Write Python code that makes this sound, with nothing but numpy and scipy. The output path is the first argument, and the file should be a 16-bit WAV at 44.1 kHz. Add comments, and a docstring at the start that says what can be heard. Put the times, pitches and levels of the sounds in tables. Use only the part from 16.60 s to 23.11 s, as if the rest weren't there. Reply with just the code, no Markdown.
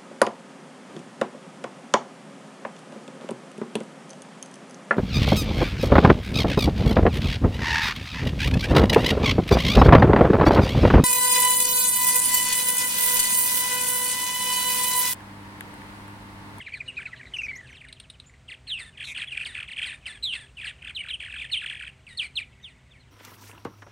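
"""Martins chatter round their gourd houses in an open field: mostly falling chirps, hoarse slurs, rattles,
loud whistles, stepped phrases, buzzes and nasal squawks, made of gliding overtones shaped by throat and bill.
Dry clicks are short noise bursts. Farther birds are many dulled slurs, one distant trill and one warble.
Houses and tree line answer with noise echoes; a far engine of wavering tones drones over rumble and soft air."""
import sys
import numpy as np
from scipy import signal
from scipy.fft import rfft, irfft, next_fast_len
from scipy.io import wavfile
from scipy.ndimage import uniform_filter1d, map_coordinates

SR = 44100
rng = np.random.default_rng(int(sys.argv[2]) if len(sys.argv) > 2 else 0)


def dump_mix(stems):
    """Bounce the given channels to the path in sys.argv[1] as a 16-bit WAV at rate SR."""
    frames = np.atleast_2d(stems).T  # one column per channel
    limited = np.clip(frames, -1, 1)  # hard clip at full scale
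    pcm = np.round(limited * 32767).astype(np.int16)
    wavfile.write(sys.argv[1], SR, pcm)


N = 287091  # length in samples


def amp(db):
    """Turn decibels into a plain multiplier."""
    return 10 ** (np.asarray(db) / 20)


def unit(x):
    """Scale to an average strength (rms) of 1."""
    return x / np.sqrt(np.mean(x ** 2) + 1e-20)


def along(points, hz):
    """Read between (f/Hz, value) points, with pitch on a log scale."""
    f, value = np.transpose(points)
    return np.interp(np.log(np.abs(hz) + 1), np.log(f), value)


def curves(rows):
    """Draw each column after the time as a curve with one value per sample."""
    t, *columns = np.transpose(rows)
    return [np.interp(np.arange(N) / SR, t, column) for column in columns]


def wobble(rate, size):
    """A smooth random curve through `rate` random points a second."""
    points = rng.standard_normal(int(size * rate / SR) + 4)
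    return map_coordinates(points, [np.arange(size) * rate / SR])


def filtered(x, response):
    """Change the strength or timing of each frequency in x."""
    size = next_fast_len(N + 8192)
    spectrum = rfft(x, size) * response(np.fft.rfftfreq(size, 1 / SR))
    return irfft(spectrum, size)[..., :N]


def noise(colour):
    """Random hiss, coloured by (f/Hz, level/dB) points, with rms 1."""
    return unit(filtered(rng.standard_normal(N), lambda hz: amp(along(colour, hz))))


def add(track, start, sound):
    """Mix a sound into the track at a time in seconds."""
    part = track[max(0, round(start * SR)):][:len(sound)]
    part += sound[:len(part)]


def clock(length):
    """The sample times of one call, in seconds."""
    return np.arange(max(64, int(length * SR))) / SR


def fades(t, rise, fall):
    """A soft start and end; rise and fall are in seconds."""
    start = np.clip(t / rise, 0, 1)
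    end = np.clip((t[-1] - t) / fall, 0, 1)
    return np.sin(np.pi / 2 * start * end) ** 2


def swell(voice):
    """The running strength of a voice."""
    return np.sqrt(np.abs(uniform_filter1d(voice ** 2, size=160)))


def syrinx(pitch, overtones, mouth, jitter):
    """A bird's trembling voice box: overtones grow and shrink as they glide past the mouth's resonances."""
    shaky_pitch = pitch * (1 + jitter * wobble(895.0, len(pitch)))
    phase = 2 * np.pi * (np.cumsum(shaky_pitch) / SR + rng.random())
    voice = 0
    for multiple, db in overtones:
        hz = multiple * pitch
        strength = amp(db + along(mouth, hz)) * (hz < SR / 2)
        voice = voice + strength * np.sin(multiple * phase)
    return np.sqrt(2) * voice


# How the bill shapes a clear voice: f/Hz, level/dB
PURE_BILL = [(2000, -2), (4500, -0.5), (5700, -11.5), (7000, -7), (8700, 17.5), (10200, 7), (12500, 2),
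             (15500, -14)]


def note(t, pitch, level_db, trill, second_db=-32, third_db=-35, trill_hz=155, throb=0.052,
         jitter=0.014, flicker_db=1.5):
    """A nearly pure note; a fast trill shakes its pitch and its strength (both as shares)."""
    flutter = np.sin(2 * np.pi * trill_hz * t + .5 * wobble(83, len(t)))
    strength = amp(level_db + flicker_db * wobble(146, len(t))) * (1 + throb * flutter)
    overtones = [(1, 0), (2, second_db), (3, third_db)]
    voice = syrinx(pitch * (1 + trill * flutter), overtones, PURE_BILL, jitter)
    return strength * fades(t, rise=0.003, fall=0.001) * voice


# Short clear chirps: t/s, length/s, first f/Hz, last f/Hz, level/dB
CHIRPS = [(0, 0.016, 2530, 1570, -34), (0.13, 0.058, 4780, 3360, -48.5), (0.063, 0.025, 2750, 1570, -30.5),
          (0.119, 0.019, 2600, 1785, -36), (0.134, 0.025, 2730, 1830, -27.5), (.202, 0.02, 2820, 1896, -29),
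          (0.277, 0.034, 3030, 2510, -29.5), (.367, .042, 2640, 2128, -27.5),
          (0.454, 0.021, 2905, 1820, -28.5), (0.527, 0.023, 2230, 1484, -33),
          (.595, 0.025, 2070, 1510, -37), (.611, 0.0072, 2760, 2100, -37), (0.63, 0.0087, 2570, 1720, -39),
          (0.653, 0.0089, 2640, 1800, -38.5), (0.669, 0.0087, 2370, 1610, -41),
          (0.953, 0.027, 5640, 7300, -36), (1.092, 0.08, 6400, 5040, -55),
          (1.658, 0.046, 7100, 7200, -50.5), (2.671, 0.043, 3630, 2370, -35.5),
          (4.388, 0.033, 3144, 2740, -27.5), (4.403, 0.021, 2540, 1980, -28),
          (4.53, 0.031, 3460, 2495, -25.5), (4.962, 0.043, 3380, 2400, -25.5),
          (5.634, 0.035, 2542, 2094, -31), (5.81, 0.027, 2580, 2120, -32), (6.02, .035, 6700, 5000, -53.5),
          (6.392, 0.053, 4450, 3470, -61)]


def chirps(bend=1.25, crest=0.33, onset_db=-9, fade_db=14, trill=0.01, scoop=0.165, scoop_time=0.00363):
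    """Short glides, scooped into from below, that speed up as they die away."""
    out = np.zeros(N)
    for start, length, first_hz, last_hz, db in CHIRPS:
        t = clock(length)
        u = t / t[-1]  # 0 to 1 through the call
        glide = first_hz * (last_hz / first_hz) ** (u ** bend)
        pitch = glide * (1 - scoop * np.exp(-t / scoop_time))
        shape_db = np.interp(u, [0, crest, 1], [onset_db, 0, -fade_db])
        add(out, start, note(t, pitch, db + shape_db, trill))
    return out


# Overtones of a harsh voice: multiple of the pitch, level/dB
OVERTONES = [(1, -0.5), (2, -5.5), (3, -14), (4, -12.5), (5, -12), (6, -31)]
# How throat and open bill shape harsh calls: f/Hz, level/dB
THROAT = [(700, -42), (1250, -1), (1700, -4), (2500, -0.5), (3100, -0.5), (3800, -8), (4600, -10),
          (5700, -26.5), (7000, -17), (8800, 2.5), (10000, -16), (13000, -30), (15500, -24)]


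def hoarse(t, pitch, level_db, dull_db, flicker_db=2.5):
    """A rough gliding voice through the throat; dull_db weakens all overtones above the first."""
    overtones = [(k, db - dull_db * (k > 1)) for k, db in OVERTONES]
    flicker = flicker_db * wobble(305, len(t))
    strength = amp(level_db + flicker) * fades(t, rise=0.00035, fall=0.0014)
    wavering = pitch * (1 + .022 * wobble(203, len(t)))
    return strength * syrinx(wavering, overtones, THROAT, jitter=.018)


def slur(length, first_hz, last_hz, db, crest=0.54, onset_db=-7, fade_db=7, dull_db=9):
    """An even fall in pitch that swells and fades."""
    t = clock(length)
    pitch = np.geomspace(first_hz, last_hz, len(t))
    shape_db = np.interp(t / t[-1], [0, crest, 1], [onset_db, 0, -fade_db])
    return hoarse(t, pitch, db + shape_db, dull_db)


# Overall loudness of the far birds: t/s, level/dB
FAR = [(0, -55), (.5, -52.5), (.7, -57.5), (1.25, -57), (1.5, -73), (2, -78), (2.5, -53), (5.2, -60),
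       (5.4, -68)]


def far_birds(count=330, dull_hz=4200, wet=0.37, fall=.6, spread_db=13):
    """Overlapping slurs from the farther poles, dulled and blurred by distance."""
    out = np.zeros(N)
    for when, high, slow, loud in rng.random((count, 4)):
        hz = 2300 + 2000 * high
        add(out, when * N / SR, slur(0.01637 + .045 * slow, hz, hz * fall, spread_db * loud))
    blurred = out + wet * tree_line(out)
    dulled = filtered(blurred, lambda hz: 1 / (1 + (hz / dull_hz) ** 2))
    return unit(dulled) * amp(curves(FAR)[0])


# Tones of the far engine: f/Hz, level/dB before engine_db, DRONE and a random flicker are added
ENGINE = [(129.2, -63.5), (258.4, -71.5), (387, -74.5), (512, -77.5), (641, -77.5)]
# Rise and fall of the engine: t/s, added level/dB
DRONE = [(0, 4), (.8, 7.5), (1.5, 1), (3, 1), (6.5, -0.5)]
# Colour of the low rumble: f/Hz, relative level/dB per Hz
RUMBLE = [(20, -20), (35, -31), (54, 1), (100, -4.5), (170, -11.5), (260, -18), (500, -55.5)]
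# Colour of the soft air: f/Hz, relative level/dB per Hz
AIR = [(100, -6), (300, -2.5), (700, -3), (1300, -4.5), (2200, -4), (4000, -11), (5500, -16), (8500, -14.5),
       (11000, -33.5), (15500, -64)]
# Loudness of the background: t/s, rumble level/dB, air level/dB
BREEZE = [(0, -56, -58.5), (.9, -52, -56.5), (1.3, -56.5, -63), (3, -54.5, -61), (6.5, -56, -64)]


def field(engine_db=-2):
    """Coloured noise makes the rumble and air; wavering, flickering tones make the far engine."""
    rumble_db, air_db = curves(BREEZE)
    turn = 2 * np.pi * np.cumsum(1 + 0.00897 * wobble(14, N)) / SR
    tones = sum(amp(db + 3.4 * wobble(15, N)) * np.sin(hz * turn) for hz, db in ENGINE)
    engine = amp(engine_db + curves(DRONE)[0]) * np.sqrt(2) * tones
    return amp(rumble_db) * noise(RUMBLE) + amp(air_db) * noise(AIR) + engine


# Colour of the breathy part of a voice: f/Hz, relative level/dB
RASP = [(900, -8), (1600, 3), (2700, 5.5), (4200, -2), (5600, -13.5), (7000, -13), (8800, 3.5),
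        (10000, -24), (13000, -30), (15500, -33)]


def rasp(voice):
    """Rough air in the voice box: noise that follows the strength of the voice."""
    return noise(RASP) * swell(voice)


# Hoarse slurs: t/s, length/s, first f/Hz, last f/Hz, level/dB
SLURS = [(.005, 0.0268, 3500, 2524, -40.5), (0.084, .017, 3410, 1910, -44), (0.159, .03, 2103, 1486, -45),
         (0.378, .02, 2040, 1270, -41), (0.396, 0.0208, 2160, 1423, -37.5), (0.412, .025, 3460, 1550, -38),
         (0.449, .055, 1946, 1187, -47.5), (0.47, 0.015, 3350, 1740, -57), (1.028, .04, 1900, 1603, -48),
         (1.068, .016, 5100, 3540, -47), (1.091, 0.024, 2700, 1550, -45), (1.118, .025, 3400, 1516, -46.5),
         (1.152, .039, 5200, 2510, -46.5), (1.204, .022, 3410, 1900, -44.5),
         (1.242, 0.0147, 2620, 1620, -41.5), (1.27, .045, 3020, 1600, -49),
         (1.696, .008, 2350, 1700, -49.5), (1.738, .009, 2360, 1650, -47), (1.881, .033, 3450, 1655, -39),
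         (1.9, .039, 4800, 1650, -37.5), (1.928, .025, 4920, 2330, -43), (2.55, 0.027, 3500, 2360, -35.5),
         (2.708, 0.036, 3210, 2210, -32), (2.848, .018, 4420, 2500, -30.5), (3.076, .026, 3890, 1577, -37),
         (3.097, .034, 4320, 1720, -36.5), (3.119, .033, 4640, 1935, -38.5), (3.235, .016, 4080, 2780, -30),
         (3.457, 0.0153, 3276, 2404, -30), (3.97, 0.033, 3060, 2285, -37), (3.999, 0.0174, 2770, 1980, -35),
         (4.071, 0.018, 3500, 2300, -32.5), (4.892, .024, 3420, 1554, -40),
         (4.917, 0.053, 3200, 2050, -33.5), (5.068, .032, 4300, 2230, -36.5),
         (5.258, .028, 4040, 2390, -46), (5.467, 0.022, 2880, 2120, -42), (5.611, .024, 3650, 2600, -34),
         (6.336, 0.054, 2700, 1750, -54)]


def slurs(rasp_db=-18):
    """Single falling hoarse calls, each at its own slope, with a little breath noise."""
    out = np.zeros(N)
    for start, length, first_hz, last_hz, db in SLURS:
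        add(out, start, slur(length, first_hz, last_hz, db))
    return out + amp(rasp_db) * rasp(out)


def far_trill(first=0.049, period=.1, top_hz=3990, level_db=-49, count=7):
    """A distant songbird repeats one note whose pitch arches up and down."""
    out, t = np.zeros(N), clock(0.054)
    for k in range(count):
        pitch = top_hz * (1 - 0.27 * (t / t[-1] - .45) ** 2)
        voice = syrinx(pitch, [(1, 0)], PURE_BILL, jitter=0.06)
        add(out, first + k * period, fades(t, rise=0.035, fall=0.038) * voice)
    return amp(level_db) * out


def cascade(first=.736, period=.0484, length=.037, top_hz=2850, step=0.933, slope=0.21, flatten=0.63,
            droop=0.13, level_db=-27, loudest=1.3, fade_db=1.0, waist=0.75, waist_db=-9, end_db=-2,
            trill=.008, scoop=0.023, scoop_time=0.0053, count=7):
    """A phrase steps down the scale: notes get less tilted, dip in strength and end in a downward hook."""
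    out, t = np.zeros(N), clock(length)
    u = t / t[-1]
    shape_db = np.interp(u, [.25, waist, .9], [0, waist_db, end_db])
    for k in range(count):
        tilt = slope * flatten ** k * (u - .5)
        hook = droop * u ** 8
        rise = scoop * k * np.exp(-t / scoop_time)  # later notes start from farther below
        pitch = top_hz * step ** k * (1 - tilt - hook - rise)
        db = level_db - fade_db * (k - loudest) ** 2 + shape_db
        add(out, first + k * period, note(t, pitch, db, trill, second_db=-27.0, third_db=-41.5))
    return out


# Trilled buzzes: t/s, length/s, first f/Hz, last f/Hz, level/dB, trill depth as share of pitch
BUZZES = [(0.758, 0.037, 6160, 5420, -42, 0.08), (0.809, 0.065, 6420, 5230, -45, 0.073),
          (2.434, 0.084, 3950, 3280, -42, 0.1), (2.466, 0.071, 2450, 2240, -37, 0.1)]
# Colour of the fizz in a hard trill: f/Hz, relative level/dB
HISS = [(2000, -9), (4000, -18), (6000, -1), (8800, -2), (11000, -8.5), (15500, -41)]


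def buzzes(throb=0.26, hard_trill=0.077, fizz_db=-17, fizz_flutter_db=0.5):
    """Notes trilled so hard that they fizz a little unevenly; the deeper the trill, the more fizz."""
    out, fizz = np.zeros(N), np.zeros(N)
    for start, length, first_hz, last_hz, db, trill in BUZZES:
        t = clock(length)
        pitch = np.geomspace(first_hz, last_hz, len(t))
        buzz = fades(t, rise=0.013, fall=0.014) * note(t, pitch, db, trill, throb=throb)
        add(out, start, buzz)
        add(fizz, start, buzz * (trill / hard_trill) ** 2)
    return out + amp(fizz_db + fizz_flutter_db * wobble(220, N)) * noise(HISS) * swell(fizz)


# Dry clicks: t/s, level/dB before level_db is added
CLICKS = [(1.284, -40), (1.325, -32), (1.3985, -29.5), (1.499, -31), (1.5982, -36)]
# Colour of a click: f/Hz, relative level/dB
CLICK_TONE = [(900, -30), (1500, -11), (2900, -3.5), (3800, 9), (4500, -5.5), (6000, -24), (7300, -23),
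              (9000, 0), (10500, -42), (13000, -27), (15500, -64)]


def clicks(level_db=4, decay=0.022, slide_db=-23):
    """Very short noise bursts, dying by 60 dB per `decay` seconds, each trailed by a faint falling slide."""
    bursts, slides, t = np.zeros(N), np.zeros(N), clock(.03)
    for start, db in CLICKS:
        add(bursts, start, amp(db + level_db - 60 * t / decay) * fades(t, rise=0.004, fall=.005))
        add(slides, start + .025, slur(.035, 4400, 2400, db + slide_db))
    return noise(CLICK_TONE) * bursts + slides


# Shape of a rattle syllable before its pace is varied:
# t/s, height (tail pitch 0, top pitch 1), level/dB
SYLLABLE = [(0, 1, -13), (.003, .86, -4), (.0075, .5, 0.5), (0.0118, .13, -7.5), (.016, 0, -8.5),
            (.025, -0.185, -17.5)]


def syllable(top_hz, tail_hz, db, tail_db, dull_db=12, pace_spread=0.0796, tail_spread=0.0618,
             tail_spread_db=3.0):
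    """One steep plunge, loudest partway down, easing into a low tail; pace and tail vary at random."""
    times, height, shape_db = np.transpose(SYLLABLE)
    times = times * np.exp(pace_spread * rng.normal())
    t = clock(times[-1])
    tail_hz = tail_hz * np.exp(tail_spread * rng.normal())
    pitch = tail_hz + (top_hz - tail_hz) * np.interp(t, times, height)
    in_tail = np.interp(t, times[2:5], [0, .5, 1])
    tail_level = (tail_db + tail_spread_db * rng.normal()) * in_tail
    return hoarse(t, pitch, db + np.interp(t, times, shape_db) + tail_level, dull_db)


def ground(x):
    """The grass returns a slightly late copy, so that a fast glide beats against itself."""
    return filtered(x, lambda hz: 1 + .3 * np.exp(-2j * np.pi * hz * .0012))  # 1.2 ms late


# Rattles, each an even run of plunges; levels before level_db, arch and scatter, tail before its spread:
# first syllable t/s, last syllable t/s, first level/dB, last level/dB, top f/Hz, tail f/Hz, tail level/dB
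RATTLES = [(2.068, 2.097, -36.5, -38, 3600, 1854, -1), (2.172, 2.172, -31, -35, 3756, 2297, -1),
           (2.372, 2.423, -33, -28, 3686, 1700, -2), (2.545, 2.622, -29.5, -29, 3565, 1592, -4.5),
           (2.745, 2.821, -29, -30.5, 3437, 1618, -4), (2.947, 3.026, -26.5, -29.5, 3424, 1548, -6.5),
           (3.162, 3.241, -27.5, -28, 3433, 1588, -6), (3.266, 3.314, -35, -31.5, 3294, 1904, 3),
           (3.721, 3.730, -29, -23.5, 3927, 2100, -12), (4.012, 4.092, -30.5, -31, 3720, 1800, -0.5),
           (4.22, 4.292, -35, -32.5, 3370, 1514, -2.5), (4.432, 4.484, -36.5, -31.5, 3314, 1505, 0.5),
           (4.597, 4.669, -31.5, -33.5, 3590, 1814, 5), (4.695, 4.745, -32.5, -31.5, 3140, 1460, -3.5),
           (4.756, 4.805, -32, -29.5, 3900, 2296, 10), (4.829, 4.854, -32, -39.5, 3670, 1820, 4.5),
           (5.004, 5.058, -28.5, -29.5, 3644, 1770, 1), (5.096, 5.172, -27, -37.5, 3607, 1865, 2.5),
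           (5.194, 5.272, -30.5, -36.5, 3440, 1560, -0.5)]


def rattles(level_db=-3, spacing=.0255, arch_db=1.5, scatter_db=1.2, partner_db=-8, partner_lag=.0115,
            partner_s=0.01497, partner_drop=0.319, partner_spread=0.0804, partner_spread_db=3.5,
            under_pitch=.74, under_db=-10, rasp_db=-16):
    """Runs of plunges; the voice box's other side crosses each tail, and a lower voice cuts across."""
    out, t = np.zeros(N), clock(partner_s)
    soft = fades(t, rise=.004, fall=.004)
    for first, last, first_db, last_db, top_hz, tail_hz, tail_db in RATTLES:
        count = 1 + int(np.ceil(abs(last - first) / spacing - .3))
        for u in np.linspace(0, 1, count):
            accent, high, loud, late, low = rng.standard_normal(5)
            start = first + u * (last - first)
            run_db = first_db + u * (last_db - first_db) + arch_db * np.sin(np.pi * u)
            db = level_db + run_db + scatter_db * accent
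            add(out, start, syllable(top_hz, tail_hz, db, tail_db))
            # The partner holds its pitch, then drops.
            drop = partner_drop * (.5 + rng.random()) * (t / t[-1]) ** 2
            arch = top_hz * np.exp(partner_spread * (high - 1)) * (1 - drop)
            partner = hoarse(t, arch, db + partner_db + partner_spread_db * loud, dull_db=10)
            add(out, start + partner_lag + .002 * late, soft * partner)
            under = hoarse(t, under_pitch * arch, db + under_db + partner_spread_db * low, dull_db=14)
            add(out, start + spacing * rng.random(), soft * under)
    return ground(out) + amp(rasp_db) * rasp(out)


# Loud falling whistles: t/s, length/s, first f/Hz, last f/Hz, level/dB,
# knee of the fall and loudest point (both as shares of the length)
WHISTLES = [(2.073, 0.13, 4360, 2530, -27.5, 0.44, 0.4), (3.625, 0.14, 4136, 2608, -24.5, 0.54, 0.11),
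            (4.347, 0.048, 4280, 2200, -28, 0.83, 0.48), (4.484, 0.052, 4170, 2430, -30, 0.73, 0.56),
            (4.913, 0.064, 4580, 2584, -22.5, 0.54, 0.38), (5.571, 0.061, 4596, 2275, -23, 0.55, 0.46),
            (5.754, 0.049, 4450, 2200, -24, .65, 0.51), (6.029, 0.066, 3840, 2330, -38.5, 0.87, 0.27),
            (6.305, 0.031, 3850, 3100, -52, 0.84, 0.5)]


def whistles(shoulder=1.8, onset_db=-15, fade_db=12, trill_per_s=0.18, scoop=0.0894, scoop_time=.004):
    """Whistles scoop up, plunge and ease off, swelling to one crest; long ones are trilled more deeply."""
    out = np.zeros(N)
    for start, length, first_hz, last_hz, db, knee, crest in WHISTLES:
        t = clock(length)
        u = t / t[-1]
        fall = 1 - np.exp(-(u / knee) ** shoulder)
        glide = first_hz * (last_hz / first_hz) ** (fall / fall[-1])
        pitch = glide * (1 - scoop * np.exp(-t / scoop_time))
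        shape_db = np.interp(u, [0, crest, 1], [onset_db, 0, -fade_db])
        add(out, start, note(t, pitch, db + shape_db, trill_per_s * length, second_db=-30, third_db=-39))
    return out


# Nasal squawks: t/s, length/s, first f/Hz, last f/Hz, level/dB
SQUAWKS = [(2.186, .115, 2750, 1695, -40.5), (2.573, 0.077, 2555, 1715, -41.5),
           (2.859, 0.14, 2750, 1680, -38), (3.254, .11, 2710, 1748, -38), (3.464, 0.12, 2770, 1620, -38),
           (3.738, .13, 2545, 1649, -39), (4.048, .054, 2616, 1794, -41), (5.487, 0.13, 2345, 1800, -47.5),
           (5.61, .03, 2910, 1640, -42), (5.628, 0.048, 2640, 1990, -42.5),
           (5.786, 0.0285, 2750, 1487, -42.5), (6.076, 0.053, 2500, 1730, -59)]


def squawks(glide=.02, beat=.058, regain=.45, step_db=9.0, sag_db=7, half_db=-14, bright_db=6, rasp_db=-7):
    """Nasal glides, repeated lower and weaker in long calls; period doubling adds faint lines between."""
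    out = np.zeros(N)
    whole = [(k, db + bright_db * (k == 2)) for k, db in OVERTONES]  # strong second overtone
    halves = [(k + .5, db + half_db) for k, db in OVERTONES]
    for start, length, first_hz, last_hz, db in SQUAWKS:
        t = clock(length)
        step, since = np.divmod(t, beat)  # which repeat, and seconds since it began
        fall = last_hz + (first_hz - last_hz) * regain ** step * np.exp(-since / glide)
        pitch = fall * (1 + 0.0127 * wobble(121.2, len(t)))
        voice = unit(syrinx(pitch, whole + halves, THROAT, jitter=.013))
        gate = np.clip(np.minimum(since, beat - since) / 0.0033, 0, 1)  # silence between repeats
        level_db = db - step_db * step - sag_db * (since / beat) ** 2 + 2 * wobble(218.0, len(t))
        add(out, start, voice * gate * amp(level_db) * fades(t, rise=.002, fall=.002))
    return out + amp(rasp_db) * rasp(out)


def far_warble(start=5.84, length=0.61, centre_hz=2080, depth=.08, waver_hz=17, level_db=-66, flicker_db=4):
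    """A distant bird's low note wavers up and down, coming and going."""
    out, t = np.zeros(N), clock(length)
    waver = np.sin(2 * np.pi * waver_hz * t + wobble(14, len(t)))
    pitch = centre_hz * (1 + depth * waver)
    voice = note(t, pitch, level_db + flicker_db * wobble(22.0, len(t)), trill=0)
    add(out, start, fades(t, rise=0.018, fall=0.065) * voice)
    return out


def gourds(x, decay=0.091):
    """The hard houses and their racks scatter each call: a brief noise echo, 60 dB down per `decay` s."""
    t = clock(.06)
    scatter = rng.standard_normal(len(t)) * amp(-60 * t / decay) * (t > .003)
    return signal.fftconvolve(x, scatter / np.linalg.norm(scatter))[:N]


def slap(x, delay=.056):
    """One distinct echo from a neighbouring rack of houses, dull in the treble."""
    return filtered(x, lambda hz: np.exp(-2j * np.pi * hz * delay) / (1 + (hz / 4000) ** 4))


# How long the tree line rings: f/Hz, time to fall by 60 dB/s
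TREES = [(500, 0.85), (2500, 0.17), (9000, 0.57)]


def tree_line(x):
    """A scattered noise echo that dies at its own pace in each frequency band."""
    hz, t, bands = signal.stft(rng.standard_normal(SR // 2), SR, nperseg=256)
    fading = bands * amp(-60 * t / along(TREES, hz)[:, None])
    tail = signal.istft(fading, SR, nperseg=256)[1]
    late = np.pad(x, (200, 0))  # 200 samples late
    return signal.fftconvolve(late, tail / np.linalg.norm(tail))[:N]


def scene(echo_db=-18.0, scatter_db=-12, slap_db=-21):
    """All sounds share the centre, except the whistling bird, a touch to the right."""
    whistler = whistles()
    birds = whistler + chirps() + slurs() + far_trill() + cascade() + buzzes()
    birds = birds + clicks() + rattles() + squawks() + far_warble()
    lean = np.array([[-.065], [.065]]) * whistler  # left weaker, right stronger
    birds = birds + amp(scatter_db) * gourds(birds)
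    echoes = amp(slap_db) * slap(birds) + amp(echo_db) * tree_line(birds)
    return birds + lean + echoes + far_birds() + field()


def record(dry, top_hz=15700):
    """Remove everything from top_hz upward."""
    return filtered(dry, lambda hz: hz < top_hz)


dry = scene()
out = record(dry)
dump_mix(out)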